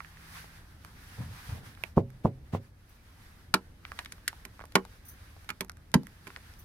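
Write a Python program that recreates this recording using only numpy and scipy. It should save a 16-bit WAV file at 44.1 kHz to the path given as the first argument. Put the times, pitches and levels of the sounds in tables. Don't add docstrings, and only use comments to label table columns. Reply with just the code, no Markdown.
import sys
import numpy as np
from scipy import signal
from scipy.fft import rfft, irfft, next_fast_len
from scipy.io import wavfile
from scipy.ndimage import uniform_filter1d, map_coordinates

SR = 44100
rng = np.random.default_rng(int(sys.argv[2]) if len(sys.argv) > 2 else 0)


def log_audio(samples):
    frames = np.atleast_2d(samples).T
    limited = np.clip(frames, -1, 1)
    pcm = np.round(limited * 32767).astype(np.int16)
    wavfile.write(sys.argv[1], SR, pcm)


N = 293000


def hand_blows():
    out, lead = np.zeros((2, N)), 0.03
    t = np.arange(round(3 * lead * SR)) / SR - lead
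    lean = amp([[-0.7], [0.7]])
    for s, push_db, ms, ring_db, scuff_db, modes in slap_touches() + thud_touches():
        force = np.exp(-2 * (t * 1000 / ms) ** 2)
        ringing = ring(modes, scatter_db=1, attack=0.001)
        body = amp(ring_db) * signal.fftconvolve(ringing, force / force.sum())
        speed = -np.gradient(force)
        push = amp(push_db) * speed / speed.max()
        rub = filtered(rng.standard_normal((2, len(t))), scuff_tone)
        scuff = rub * np.exp(-(t / np.where(t < 0, 0.009, 0.028)) ** 2)
        padded = filtered(push, lambda f: 1 / (1 + 1j * f / 500))
        add(out, s - lead, body * lean)
        add(out, s - lead, push * lean + amp(scuff_db) * scuff / np.abs(scuff).max())
        add(out, s - lead, amp(-4.5) * signal.fftconvolve(padded[None], shell(), axes=1))
    return filtered(out, lambda f: 1j * f / (95 + 1j * f))


def scuff_tone(f):
    return f / (f + 400) * (0.013 + 1 / (1 + (f / 900) ** 1.8))


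# (push [dB re slap], contact time [ms], ring [dB re slap], scuff [dB re slap's scuff])
BRUSH, TIP, PALM, FINGERS = (-17, 1, -24.5, -1.5), (-8.5, 0.63, -20, -18), (-1, 2.5, -8, -4), (2, 0.67, -6.5, 0)
BRUSH_LEADS_S, TIP_LEADS_S = 0.005, 0.00049
# (palm lands [s], push before the bass cut [dB], fingers follow after [s], scuff [dB])
SLAP_TIMES = [(1.9748, -9.5, 0.005, -40.5), (2.2516, -13, 0.0054, -40.5), (2.5374, -21, .0124, -36)]
# (pitch [Hz], level [dB], time to fall 60 dB [s])
PANEL_TONES = [(100.8, 2, 0.21), (130.1, -12, 0.49), (162.8, -7, 0.095), (236.6, -14, 0.25),
               (395, -19.5, 0.27), (423, -33, 0.21), (550, -15.5, 0.23), (750, -27, 0.11), (851, -43, 0.26),
               (900, -35, 0.21), (1058, 22.5, 0.012)]


def slap_touches():
    touches = []
    for s, db, follow, scuff_db in SLAP_TIMES:
        parts = [(-BRUSH_LEADS_S, BRUSH), (-TIP_LEADS_S, TIP), (0, PALM), (follow, FINGERS)]
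        for wait, (push, ms, ring_db, scuff) in parts:
            touches.append((s + wait, db + push, ms, db + ring_db, scuff_db + scuff, PANEL_TONES))
    return touches


THUD_S, THUD_DB, THUD_MS, THUD_RING_DB = 5.9572, -9, 2.1, -11
SECOND_PUSH_S, SECOND_PUSH_DB = 0.00498, -6.5
# (pitch [Hz], level [dB], time to fall 60 dB [s])
TRIM_TONES = [(189.2, -2, 0.18), (243.6, 0, 0.14), (315, -2.5, 0.13), (384.5, -1, 0.15), (467, -12.5, 0.24),
              (620, -7, 0.086), (841, -11.5, 0.14), (965, -7.5, 0.11), (1038, 0.5, 0.077),
              (1460, -20, 0.072), (1600, -21, 0.14), (1827, -11.5, 0.087), (2950, -31.5, 0.25),
              (3811, -22.5, 0.088)]


def thud_touches():
    pushes = [(THUD_S, THUD_DB), (THUD_S + SECOND_PUSH_S, THUD_DB + SECOND_PUSH_DB)]
    return [(s, db, THUD_MS, db + THUD_RING_DB, -np.inf, TRIM_TONES) for s, db in pushes]


SNAP_WIDTH_HZ = 1800
SNAP_T60_S, T60_PER_DB_S = 0.026, 0.0002
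# (time [s], clack [dB], pitch [Hz], splinters [dB], knock into the trim [dB],
# left minus right [dB])
ICICLE_SNAPS = [(3.5398, -14, 1050, -20.5, -31, 0.5), (3.989, -30.5, 1400, -44, -82, 0),
                (4.058, -40, 2210, -51, -65, 0), (4.121, -48, 1550, -38, -63, -3.5),
                (4.278, -31, 2320, -23.5, -62.5, -1.5), (4.451, -45, 1900, -40, -54, -7),
                (4.721, -56.5, 1750, -51.5, -75, -2), (4.7538, -11.5, 1100, -23, -25, -1.5),
                (5.49, -33.5, 1850, -39, -53.5, -6), (5.502, -32, 1650, -37, -53, -6),
                (5.607, -30, 1340, -28.5, -41.5, -5), (5.94, -16.5, 850, -21, -28, -2),
                (6.269, -46, 1950, -49.5, -50.5, -11.5), (6.275, -48, 1550, -48, -83, -7)]


def icicle_snaps():
    out = np.zeros((2, N))
    loudest_db = np.max(ICICLE_SNAPS, 0)[1]
    for s, db, hz, splinter_db, knock_db, pan in ICICLE_SNAPS:
        t60 = SNAP_T60_S - T60_PER_DB_S * (loudest_db - db)
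        snap = crack(db, hz, SNAP_WIDTH_HZ / hz, splinter_db, t60, pan,
                     rise=0.0009, first=0.57, shell_db=-4.5)
        add(out, s, snap)
        knock = ring(TRIM_TONES, scatter_db=1.5, attack=0.003)
        knock = knock * (1 + 1.45 * amp(-60 * np.arange(len(knock)) / SR / 0.099))
        add(out, s, amp(knock_db) * knock * amp([[-1.2], [1.2]]))
    return out


TICK_WIDTH_HZ, TICK_T60_S = 760, 0.0093
# (time [s], clack [dB], pitch [Hz], splinters [dB], left minus right [dB])
CRUMB_TICKS = [(0.004, -34.5, 1290, -54.5, -4.5), (0.047, -44.5, 1760, -69, -9),
               (0.171, -48, 1770, -71, -4), (0.443, -46, 490, -70, -3), (0.848, -43, 1230, -44.5, -5),
               (1.75, -54, 3200, -56, -5), (1.774, -53, 1290, -74, -13), (1.837, -26.5, 2500, -37, -11.5),
               (1.8369, -32, 750, -70, -2.5), (2.103, -67, 600, -60, -23), (3.851, -34, 1520, -78, 3),
               (3.918, -32, 1160, -47, -1), (4.048, -53, 3880, -43, -4), (4.181, -52, 1210, -67, -2),
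               (4.329, -41, 915, -65, -1), (4.593, -40, 840, -74, 3), (4.603, -47, 1390, -75, -10),
               (4.611, -38.5, 574, -76, -5), (4.62, -46, 1160, -76, 2), (4.639, -40.5, 840, -53, -2),
               (4.654, -62.5, 876, -48, -10), (4.851, -41.5, 950, -48, 7), (5.365, -50, 608, -67, 1),
               (5.445, -56, 659, -53, 2), (5.647, -54, 744, -48, -13), (5.683, -60, 1480, -62, -7),
               (5.696, -36, 1400, -36, -1.5), (5.718, -70, 1370, -51, 1), (5.77, -53.5, 1490, -52, -3),
               (5.917, -69.5, 2000, -53, 4.5), (6.033, -49.5, 680, -49.5, -2),
               (6.069, -47.5, 1860, -46.5, -12), (6.303, -42, 1460, -69, 3), (6.362, -34, 1750, -54, 7),
               (6.371, -45.5, 790, -51.5, -2), (6.538, -60, 888, -51.5, 3)]


def crumb_ticks():
    out = np.zeros((2, N))
    for s, db, hz, splinter_db, pan in CRUMB_TICKS:
        tick = crack(db, hz, TICK_WIDTH_HZ / hz, splinter_db, TICK_T60_S, pan,
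                     rise=0.00045, first=1.47, shell_db=-7.5)
        add(out, s, tick)
    return out


# (frequency [Hz], relative level [dB])
SPLINTER_COLOUR = [(880, -54), (1500, -0.5), (2500, -3), (4800, -4.5), (6170, -4.5), (8010, -8), (9690, -3),
                   (14800, -11.5), (15700, -32.5), (16500, -52)]
# (frequency [Hz], difference [dB])
LEFT_LOUDER = [(60, 1), (110, -6.5), (200, 17.5), (380, 15), (700, -3.5), (1290, -5.5), (2380, -6),
               (4400, 12), (8120, 5.5), (15000, -3)]
# (frequency [Hz], phase [radians])
LEFT_LEADS = [(200, 4.1), (500, 0.252), (1000, 0.75), (2000, 1.35), (4000, 2.04), (16000, 1.82)]


def crack(db, hz, breadth, treble_db, t60, pan, rise, first, shell_db):
    t = np.arange(SR // 8) / SR
    sides = np.array([[1], [-1]])
    swell = amp(-60 * t / np.clip(t60, 0.002, 0.1)) * (1 - np.exp(-t / rise))
    spiky = rng.standard_normal((3, len(t))) * amp(2 * rng.standard_normal(len(t))) * swell
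    spiky[:2, swell.argmax()] = -first * np.linalg.norm(swell)
    clack = filtered(spiky[0], lambda f: band(hz, breadth * hz)(f) * band(hz, 2.5 * breadth * hz)(f))
    bright = filtered(spiky[1] + 0.5 * spiky[2] * sides, lambda f: amp(along(SPLINTER_COLOUR, f)))
    burst = (amp(db) * unit(clack) + amp(treble_db) * unit(bright)) / unit(swell).max()

    def left_right(f):
        return (amp(along(LEFT_LOUDER, f) / 2) * np.exp(0.5j * along(LEFT_LEADS, f))) ** sides

    burst = filtered(burst, left_right) * amp([[pan / 2], [-pan / 2]])
    answer = signal.fftconvolve(burst, shell(), axes=1)[:, :len(t) + SR // 4]
    return np.pad(burst, ((0, 0), (0, SR // 4))) + amp(shell_db) * answer


# (time [s], level before the ringing filter [dB])
KEY_TOUCHES = [(2.8907, -46.5), (2.947, -52), (5.0499, -37.5), (5.0624, -40), (5.0823, -30), (5.094, -38),
               (5.1094, -44), (6.585, -44), (6.589, -37)]
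# (pitch [Hz], width [Hz], level [dB])
KEY_TONES = [(6190, 250, -8), (9100, 300, -13), (10400, 200, -5), (11930, 300, -3.5), (13100, 300, -12),
             (14500, 200, -2)]


def keys():
    chatter, t = np.zeros((2, N)), np.arange(SR // 10) / SR
    for s, db in KEY_TOUCHES:
        grit = rng.standard_normal((2, len(t))) * amp(1.8 * rng.standard_normal(len(t)))
        add(chatter, s, amp(db - 60 * t / 0.15) * (1 - np.exp(-t / 0.0015)) * grit)
    return filtered(chatter, lambda f: sum(amp(db) * band(hz, width)(f) for hz, width, db in KEY_TONES))


FLUTTER_DB, FLUTTER_PER_S = 1.5, 14
HISS_DB, HISS_GROWS = -4, 1.01
# (time [s], level [dB])
SLEEVE_LEVEL = [(0.06, -63), (0.29, -58), (0.376, -51), (0.5, -61), (0.62, -66), (1.0, -62), (1.228, -55),
                (1.298, -60.5), (1.4, -54), (1.58, -57), (1.62, -65.5), (1.665, -57), (1.76, -67),
                (1.87, -61), (1.94, -70), (2.4, -72.5), (2.7, -70.5), (3.05, -67.5), (3.22, -64.5),
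                (3.61, -71), (3.82, -70), (3.88, -59), (4.25, -66.5), (4.38, -63), (4.7, -70),
                (4.93, -63.5), (5.02, -68), (5.3, -62.5), (5.78, -74), (6.11, -65.5), (6.36, -63),
                (6.64, -65.5)]
# (frequency [Hz], relative level [dB])
CLOTH_COLOUR = [(240, -40.5), (400, -19.5), (467, -10.5), (566, -14), (785, -5), (1170, -1.5), (1660, 1.5),
                (2830, -7), (4000, -9), (5200, -40), (8800, -120)]
# (frequency [Hz], relative level [dB])
HISS_COLOUR = [(1470, -22.5), (2500, -11.5), (3320, -3.5), (4560, 6), (6150, 2.5), (7030, -2), (10600, 2),
               (15000, -2.5), (16100, -12), (16500, -35)]


def sleeve_rustle():
    t = np.arange(N) / SR
    wobble = rng.standard_normal(round(t[-1] * FLUTTER_PER_S) + 4)
    flutter = map_coordinates(wobble, [t * FLUTTER_PER_S])
    cloth_db = level_curve(SLEEVE_LEVEL) + FLUTTER_DB * flutter
    hiss_db = HISS_DB + cloth_db.mean() + HISS_GROWS * (cloth_db - cloth_db.mean())
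    body = amp(cloth_db) * rush(CLOTH_COLOUR, patchy_db=1.4)
    hiss = amp(hiss_db) * rush(HISS_COLOUR, patchy_db=0.4)
    return (body + hiss) * amp([[-0.6], [0.6]])


BUMP_RISE_S, BUMP_FALL_S = 0.033, 0.045
# (time [s], peak level [dB])
GRIP_SHIFTS = [(1.212, -38.5), (1.3, -46.5), (1.517, -39.5), (1.573, -45.5), (1.65, -50)]
# (frequency [Hz], relative level [dB])
BUMP_COLOUR = [(18, -45.5), (30, -25.5), (76, 0), (114, -0.5), (231, -14), (338, -27.5), (446, -24),
               (779, -27.5), (1000, -27), (1300, -39), (2200, -120)]


def grip_bumps():
    t = np.arange(N) / SR
    swell = np.zeros(N)
    for s, db in GRIP_SHIFTS:
        swell += amp(db) * np.exp(-((t - s) / np.where(t < s, BUMP_RISE_S, BUMP_FALL_S)) ** 2)
    return swell * rush(BUMP_COLOUR, patchy_db=3.0)


# (time [s], level [dB])
TRAFFIC_LEVEL = [(0.0, -58), (1.4, -55.5), (2.4, -54.5), (2.85, -60.5), (3.4, -56), (4.2, -56.5),
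                 (6.64, -57.5)]
# (frequency [Hz], relative level [dB])
RUMBLE_COLOUR = [(12, -33), (20, -9.5), (80, -3), (102, -5.5), (119, -11), (295, -20.5), (406, -26.5),
                 (440, -26.5), (900, -31.5), (1170, -47.5), (1980, -120)]


def distant_traffic():
    return amp(level_curve(TRAFFIC_LEVEL)) * rush(RUMBLE_COLOUR, patchy_db=0.5)


HUM_HZ, HUM_DB, HUM_FADES_S, HUM_FADE_DB_PER_S = 161, -59, 0.45, 24.5


def faint_hum():
    t = np.arange(N) / SR
    level_db = HUM_DB - HUM_FADE_DB_PER_S * np.maximum(t - HUM_FADES_S, 0)
    return amp(level_db) * np.sin(2 * np.pi * HUM_HZ * t)


def ring(modes, scatter_db, attack):
    t = np.arange(SR // 3) / SR
    hz, db, t60 = np.transpose(modes)[..., None]
    level = db + scatter_db * rng.standard_normal(db.shape) - 60 * t / t60
    tones = amp(level) * np.sin(2 * np.pi * hz * t)
    return tones.sum(0) * (1 - np.exp(-t / attack))


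# (frequency [Hz], time to fall 60 dB [s])
SHELL_DECAY = [(150, 0.2), (600, 0.11), (1500, 0.078), (5000, 0.094), (15000, 0.13)]
# (frequency [Hz], level [dB])
SHELL_COLOUR = [(40, -25), (100, -11), (200, -1), (1000, 1), (3000, -10.5), (8000, -18), (16000, -21)]


def shell():
    hz, t, z = signal.stft(rng.standard_normal((2, SR // 3)), SR, nperseg=256)
    fade = amp(-60 * t / along(SHELL_DECAY, hz)[:, None])
    mid, side = signal.istft(z * fade, SR, nperseg=256)[1]
    side = filtered(side, lambda f: 1.0 * f / (f + 600))
    pair = np.array([mid + side, mid - side]) / np.linalg.norm(mid)
    return filtered(pair, lambda f: amp(along(SHELL_COLOUR, f)))


# (frequency [Hz], likeness from -1 to 1)
LEFT_RIGHT_LIKENESS = [(25, 0.95), (80, 0.99), (180, 0.95), (550, 0.54), (1650, -0.0089), (4970, -0.056),
                       (15000, 0.035)]


def rush(spectrum, patchy_db):
    z = signal.stft(rng.standard_normal((2, N)), nperseg=512)[2]
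    field = rng.standard_normal(z.shape[1:])
    field = uniform_filter1d(uniform_filter1d(field, 6, 0), 8, 1)
    pair = signal.istft(z * amp(patchy_db * unit(field)), nperseg=512)[1][:, :N]

    def colour(hz):
        turn = np.arccos(np.clip(along(LEFT_RIGHT_LIKENESS, hz), -1, 1)) / 2
        return amp(along(spectrum, hz)) * [np.cos(turn), np.sin(turn)]

    mid, side = filtered(pair, colour)
    return unit(np.array([mid + side, mid - side])) * np.sqrt(2)


def band(hz, width):
    return lambda f: 1j * f * width / (hz * hz - f * f + 1j * f * width)


def filtered(x, response):
    m = next_fast_len(x.shape[-1] + 4096)
    return irfft(rfft(x, m) * response(np.fft.rfftfreq(m, 1 / SR)), m)[..., :x.shape[-1]]


def along(points, hz):
    f, v = np.transpose(points)
    return np.interp(np.log(hz + 1), np.log(f + 1), v)


def level_curve(rows):
    s, db = np.transpose(rows)
    return np.interp(np.arange(N) / SR, s, db)


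def add(track, s, sound):
    part = track[..., round(s * SR):][..., :sound.shape[-1]]
    part += sound[..., :part.shape[-1]]


def amp(db):
    return 10 ** (np.asarray(db) / 20)


def unit(x):
    return x / np.sqrt(np.mean(x ** 2) + 1e-20)


def scene():
    ice = hand_blows() + icicle_snaps() + crumb_ticks()
    return ice + keys() + sleeve_rustle() + grip_bumps() + distant_traffic() + faint_hum()


TOP_HZ = 16300


def record(dry):
    soft = dry / (1 + np.abs(dry / 0.65) ** 4) ** (1 / 4)
    return filtered(soft, lambda hz: 1 / (1 + (hz / TOP_HZ) ** 120))


dry = scene()
out = record(dry)
log_audio(out)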